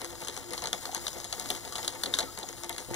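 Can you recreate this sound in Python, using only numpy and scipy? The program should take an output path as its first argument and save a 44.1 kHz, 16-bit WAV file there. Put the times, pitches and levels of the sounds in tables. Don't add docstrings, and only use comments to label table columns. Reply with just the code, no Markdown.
import sys
import numpy as np
from scipy import signal
from scipy.fft import rfft, irfft, next_fast_len
from scipy.io import wavfile
from scipy.ndimage import map_coordinates

SR = 44100
rng = np.random.default_rng(int(sys.argv[2]) if len(sys.argv) > 2 else 0)


def gain_from_decibels(decibels):
    exponent = np.asarray(decibels, float) / 20
    return 10 ** exponent


def put_to_file(sound):
    columns = np.atleast_2d(sound).T
    safe = np.clip(columns, -1, 1)
    whole_steps = np.round(safe * 32767)
    wavfile.write(sys.argv[1], SR, whole_steps.astype(np.int16))


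N = 130095
TIME_S = np.arange(N) / SR
PAD = next_fast_len(N + SR // 2)
HZ = np.arange(PAD // 2 + 1) * SR / PAD + 1e-3

# start_s, level_db
LOAD = [(0, -45.5), (.45, -45.5), (.9, -44), (1.15, -44), (1.8, -44.5), (2.2, -45), (2.3, -47.5),
        (2.6, -48), (2.95, -45.5)]
# pitch_hz, density_db_per_hz
WHIRR_COLOUR = [(150, -0.5), (1500, -6), (2600, -12.5), (3700, -8), (6500, -6), (10800, -6.5),
                (12300, -10.5), (15000, -5.5), (16000, -25)]
# pitch_hz, level_db, t60_s
GEAR_WHISTLES = [(4940, 1, 0.013), (5630, -14, 0.066), (6910, 10.5, 0.029), (8840, -2, 0.01),
                 (11400, -3.5, 0.017)]
# pitch_hz, level_db, t60_s
FRAME = [(193, -8.5, 0.038), (273.3, -1.5, 0.15), (344, 3.5, 0.27), (401, -3.5, 0.06), (496, 0, 0.068),
         (565.4, -4.5, 0.065), (717, -5, 0.031), (816, -8, 0.044), (902, -4, 0.049), (1201, -11, 0.04),
         (1393, -16, 0.016), (1785, -10.5, 0.048), (2067, -12, 0.009)]
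# pitch_hz, level_db, t60_s
RUMBLE = [(38, -14.5, 0.038), (55.3, 1.5, 0.24), (106.2, -2, 0.13), (132.2, -3.5, 0.41)]
# start_s, pitch_hz, level_db
MOTOR_HUM = [(0, 347.3, -65), (.09, 346.6, -49), (.22, 344.3, -49), (.3, 345, -83), (.48, 344, -48.5),
             (.7, 344, -58), (.9, 343, -61), (1.1, 341, -58), (1.3, 338, -74), (1.52, 344, -52),
             (1.66, 336.3, -74), (1.85, 341, -55), (2.1, 339.5, -57.5), (2.4, 338.3, -56),
             (2.65, 341.4, -56.5), (2.8, 340.6, -53.5), (2.95, 344.6, -51)]
# start_s, crack_db,
# link_ring_db, frame_boom_db, desk_thump_db
LINK_SNAPS = [(0.0149, -25, -40, -14, -14.5), (0.044, -21, -33, -22, -17.5),
              (0.2162, -27.5, -17, -5.5, -8), (0.282, -19.5, -3, -16, -15.5),
              (0.3643, -24, -24.5, -13, -11), (0.374, -27.5, -50, -38, -54),
              (0.5057, -25.5, -19, -13, -13), (0.5221, -27.5, -19, -9.5, -19),
              (0.5327, -17.5, -28, -13.5, -25), (0.577, -22, -3, -25, -31), (0.6194, -21.5, -17, -7, -14),
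              (0.6382, -19.5, -20, -12, -14), (0.6704, -20.5, -10, -29, -19),
              (0.7286, -12, -7, -15.5, -21), (0.853, -18.5, -6, -28, -22), (0.946, -14, -15.5, -18, -23),
              (0.9606, -29.5, -22, -17, -8.5), (1.066, -20.5, 0, -35, -18), (1.0789, -20.5, -29, -47, -43),
              (1.2421, -22.5, -4.5, -19, -20), (1.3253, -15.5, -9, -16, -30), (1.3959, -20, -29, -16, -24),
              (1.5018, -12, -3, -19, -16.5), (1.548, -24, -33, -12.5, -34),
              (1.6755, -24.5, -33, -36, -39), (1.7222, -23, -20, -30, -43), (1.7537, -18.5, 2, -14, -24),
              (1.781, -22.5, -10, -8.5, -15.5), (1.8276, -23.5, -2, -13, -14),
              (1.8454, -26.5, -2, -19, -17), (1.877, -15, -0.5, -20, -24), (1.9493, -28.5, -21, -5, -14),
              (2.0339, -16.5, 1.5, -29, -22.5), (2.0567, -25.5, 8.5, -18, -12), (2.126, -28, -16, -11, -18),
              (2.1365, -24.5, -7, -26, -15), (2.1381, -14.5, 1, -36, -21), (2.1862, -12, -2.5, -23.5, -23),
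              (2.2028, -28.5, 8, -1, -11), (2.2256, -32, 5, -4, 2), (2.374, -24.5, -23, -9, -11.5),
              (2.387, -28.5, -25, -33, -35), (2.428, -29.5, 0.5, -13, -7.5), (2.487, -25.5, -13, -12, -11),
              (2.5263, -29, -22, -11, -22), (2.6337, -22.5, -48, -10, -15), (2.6432, -25.5, -23, -28, -33),
              (2.693, -22, -52, -6, -11), (2.726, -28.5, -2, -23, -17), (2.7806, -20, -28, -15, -17),
              (2.934, -28.5, -28, -2, -9), (2.9416, -20.5, -30, -12, -16)]
# start_s, level_db
TICKS = [(0.0084, -33), (0.152, -27.5), (0.2354, -32.5), (0.247, -25.5), (0.2714, -25), (0.44, -30.5),
         (0.656, -24), (0.922, -28), (1.129, -28.5), (1.457, -25), (1.977, -48), (2.168, -26), (2.191, -26),
         (1.2, -25), (2.717, -38), (2.762, -29), (2.846, -30), (1.3174, -50), (1.4154, -37), (1.488, -24),
         (1.5607, -27), (1.649, -27)]
# pitch_hz, level_db
CRACK_COLOUR = [(800, -1), (2000, -1), (2600, 2.5), (4500, 5.5), (6500, 8.5), (8500, 6.5), (11000, -3),
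                (15500, -33)]
# pitch_hz, level_db, t60_s
LINK = [(3335, -6, 0.015), (3615, -4, 0.012), (3966, -2.5, 0.013), (4450, -2, 0.031)]
# start_s, level_db, pitch_hz
PINGS = [(.7298, -15.5, 3370), (1.5033, -18, 3540), (1.8785, -21, 3844), (2.1383, -10.5, 3720),
         (2.1922, -19, 3900)]
# start_s, level_db
GLINTS = [(0.731, -35), (0.946, -15), (1.398, -17), (1.502, -14), (1.876, -24.5), (2.035, -15),
          (2.1365, -32), (2.186, -17), (2.387, -20), (2.634, -31), (2.693, -15), (2.779, -23), (2.942, -31)]
# start_s, level_db, pitch_hz
KNOCKS = [(.878, -31.5, 760), (.893, -27.5, 760), (.930, -30.5, 800), (.979, -31.5, 910), (1.255, -38, 700),
          (1.504, -31, 360), (1.504, -31, 673), (2.191, -30.5, 430), (2.2, -28, 689.3), (2.894, -35, 514),
          (2.44, -30, 760)]
# start_s, length_s, pitch_hz, level_db
SQUEAKS = [
    (1.714, 0.043, 1148, -45.5),
    (2.252, 0.067, 1324, -47.5),
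]
# start_s, level_db
THUD = [
    (2.881, -38),
    (2.905, -28.5),
    (2.914, -40.5),
]
# pitch_hz, level_db, shared_share (0-1), extra_phase_rad
RIGHT_PORT = [(81, -1, 0.39, 2.6), (310, -4, 0.99, 1.87), (800, -3.5, 0.99, 2.83), (1760, -1.5, 0.94, 3.5),
              (2260, -2.6, 1, 3.79), (2810, 3.5, 1, 3.5), (3470, -2.5, 0.98, 3.5), (4460, -0.7, 0.91, 3.37),
              (5370, -5, 0.99, 2.37), (7580, -14, 1, 4.15), (9400, -5.5, 0, 4.5), (15000, -11, 0.2, 1.3)]


def rms_one(x):
    return x / np.sqrt(np.mean(x ** 2) + 1e-20)


def at_hz(points, axis=1):
    points = np.array(points)
    return np.interp(np.log(HZ), np.log(points[:, 0]), points[:, axis])


def colour(x, points):
    cepstrum = irfft(at_hz(points) * np.log(10) / 20, PAD)
    cepstrum[1:PAD // 2] *= 2
    cepstrum[PAD // 2 + 1:] = 0
    return irfft(rfft(x, PAD) * np.exp(rfft(cepstrum)), PAD)[..., :N]


def body(x, modes):
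    out = 0
    for k, (hz, db, t60) in enumerate(modes):
        radius = gain_from_decibels(-60 / (t60 * SR))
        gain = (1 - radius ** 2) / 2 * gain_from_decibels(db) * (-1) ** k
        poles = [1, -2 * radius * np.cos(2 * np.pi * hz / SR), radius ** 2]
        out = out + signal.lfilter([gain, 0, -gain], poles, x + 1e-18)
    return out


def drift(rate_hz):
    knots = rng.standard_normal(200)
    return map_coordinates(knots, [TIME_S * rate_hz * 2], order=3)


def envelope(start_s, db, rise_s, fall_s):
    clicks = np.zeros(N)
    places = ((start_s + 0.001) * SR).astype(int)
    np.add.at(clicks, np.clip(places, 0, N - 1), gain_from_decibels(db))
    t = np.arange(8000) / SR
    shape = (1 - np.exp(-(t + 1 / SR) / rise_s)) * np.exp(-t / fall_s)
    return signal.fftconvolve(clicks, shape / shape.max())[:N]


def bandpass(x, band_hz):
    return signal.sosfilt(signal.butter(2, band_hz, "band", fs=SR, output="sos"), x)


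def struck_tones(events, t60_s, rise_s):
    out = 0
    for start_s, db, hz in events:
        age = np.maximum(TIME_S - start_s, 0)
        swell = gain_from_decibels(db - 60 * age / t60_s) * (1 - np.exp(-age / rise_s))
        out = out + swell * np.sin(2 * np.pi * hz * age)
    return out


def drive(load_db):
    grains_per_s, grain_spread_db = 5000, 3
    sizes = gain_from_decibels(grain_spread_db * np.minimum(rng.exponential(1, (3, 2, N)), 4))
    sizes = sizes * rng.choice([-1, 1], (3, 2, N))
    grains = sizes * (rng.random((3, 1, N)) < grains_per_s / SR)
    whirr = gain_from_decibels(-1 + 2 * drift(10)) * rms_one(colour(grains[0], WHIRR_COLOUR))
    gears = gain_from_decibels(-3 + 2 * drift(5.05)) * rms_one(body(grains[1], GEAR_WHISTLES))
    late_rise = np.clip(10 * (TIME_S - 2.5), 0, 1)
    gears = gears + gain_from_decibels(-10) * late_rise * rms_one(body(grains[0], GEAR_WHISTLES[3:4]))
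    frame_hum = gain_from_decibels(-5) * rms_one(body(grains[2] * gain_from_decibels(5.3 * drift(12)), FRAME))
    return gain_from_decibels(load_db) * (whirr + gears + frame_hum)


def rumble():
    return gain_from_decibels(-54.5) * rms_one(body(rng.standard_normal((2, N)), RUMBLE))


def motor_hum():
    start_s, hz, db = np.transpose(MOTOR_HUM)
    waver_hz = 5.96
    pitch_hz = np.interp(TIME_S, start_s, hz) + waver_hz * drift(13)
    level_db = np.interp(TIME_S, start_s, db) - 1.5 + 5.0 * drift(11)
    return np.sqrt(2) * gain_from_decibels(level_db) * np.sin(2 * np.pi * np.cumsum(pitch_hz) / SR)


def snaps(start_s, db, ring_db, boom_db, thump_db):
    crack_db, shudder_db, lean_db = 2, -16.5, 2.0
    link_db, frame_db = 6.5, 11
    boom_rise_s, boom_fall_s = 0.0023, 0.01
    noise = np.clip(rng.standard_normal((3, 2, N)), -1, 1)
    knots = N // 70 + 2
    lumps = gain_from_decibels(8.3 * np.interp(np.arange(N) / 70, np.arange(knots), rng.uniform(-1.23, 1.61, knots)))
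    rattle = lumps * envelope(start_s, db + shudder_db, 0.0012, 0.016)

    lean = lean_db * np.clip(rng.standard_normal((len(start_s), 4)), -1.5, 1.5)
    crack = 0
    for k, band_hz in enumerate([(500, 2600), (2600, 5200), (5200, 8200), (8200, 17000)]):
        shape = envelope(start_s, db + crack_db + lean[:, k], 0.00016, 0.001) + rattle
        crack = crack + bandpass(noise[0] * shape, band_hz)

    ring_push = envelope(start_s, db + ring_db + link_db, 0.00034, 0.00097) + gain_from_decibels(-11.0) * rattle
    ring = body(noise[1] * ring_push, LINK)
    boom_push = envelope(start_s, db + boom_db + frame_db, boom_rise_s, boom_fall_s)
    boom = body(noise[2] * boom_push, FRAME[6:])
    thump_push = envelope(start_s, db + thump_db + frame_db, boom_rise_s, boom_fall_s)
    thump = body(noise[2] * thump_push, FRAME[:6])
    return colour(crack, CRACK_COLOUR) + 3 * ring + 3 * (boom + thump)


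def chain_links():
    ticks = [(start_s, db, -20, -25, -27) for start_s, db in TICKS]
    return snaps(*np.transpose(LINK_SNAPS + ticks))


def chatter(load_db):
    ticks_per_s, level_db, spread_db = 226, 13.5, 2.5
    count = 600
    start_s = np.sort(rng.uniform(0, N / SR, count))
    draw = rng.random((count, 4))
    keep = np.clip((ticks_per_s * N / SR / count - draw[:, 0]) * 8, 1e-4, 1)
    size_db = -spread_db * np.maximum(np.log(draw[:, 1]), -2.5)
    db = load_db[(start_s * SR).astype(int)] + level_db - 16 + size_db + 20 * np.log10(keep)
    return snaps(start_s, db, -18 + 10 * draw[:, 2], -18 + 10 * draw[:, 3], -20 + 10 * draw[:, 3])


def room(x):
    t60_s, level_db = 0.29, -18
    t = np.arange(SR // 3) / SR
    tail = rng.standard_normal((2, len(t))) * gain_from_decibels(-60 * t / t60_s) * (t > 0.004)
    tail = signal.lfilter([0.5], [1, -0.5], tail)
    tail = tail / np.sqrt(np.sum(tail[0] ** 2))
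    return gain_from_decibels(level_db) * signal.fftconvolve(x[None], tail, axes=1)[:, :N]


def pings():
    return struck_tones(PINGS, t60_s=0.014, rise_s=0.00049)


def glints():
    start_s, db = np.transpose(GLINTS)
    burst = np.sign(rng.standard_normal(N)) * envelope(start_s, db, 0.0001, 0.00071)
    return bandpass(burst, (7300, 12500))


def knocks():
    return struck_tones(KNOCKS, t60_s=0.034, rise_s=0.00026)


def squeaks():
    out = 0
    for start_s, length_s, hz, db in SQUEAKS:
        swell = np.sin(np.pi * np.clip((TIME_S - start_s) / length_s, 0, 1))
        tone = np.sin(2 * np.pi * hz * TIME_S + 2.0 * drift(25))
        out = out + gain_from_decibels(db + 2 * drift(30)) * swell * tone
    return out


def thud():
    start_s, db = np.transpose(THUD)
    contact_s = 0.00039
    push = envelope(start_s, db, contact_s / 3, contact_s)
    return 8 * body(push, FRAME + RUMBLE[2:])


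def phone_ports(x):
    one, two = rfft(x, PAD)
    lag_s = 0.0004288
    share = np.clip(at_hz(RIGHT_PORT, axis=2), 0, 1)
    phase = at_hz(RIGHT_PORT, axis=3) - 2 * np.pi * HZ * lag_s
    turn = gain_from_decibels(at_hz(RIGHT_PORT)) * np.exp(1j * phase)
    right = turn * (share * one + np.sqrt(1 - share ** 2) * two)
    return irfft([one, right], PAD)[:, :N]


def scene():
    load_db = np.interp(TIME_S, *np.transpose(LOAD))
    running = drive(load_db) + rumble() + motor_hum()
    hits = chain_links() + chatter(load_db) + pings() + knocks() + squeaks() + thud()
    return phone_ports(running + hits + room(hits[0]) + glints())


def low_pass(x):
    return signal.sosfilt(signal.butter(12, 16500, fs=SR, output="sos"), x)


def record(dry):
    limit, top_hz = 0.6, 16400
    rounded = limit * np.tanh(dry / limit)
    mix = signal.sosfilt(signal.cheby2(12, 40, top_hz, fs=SR, output="sos"), rounded)
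    return low_pass(mix)


dry = scene()
out = record(dry)
put_to_file(out)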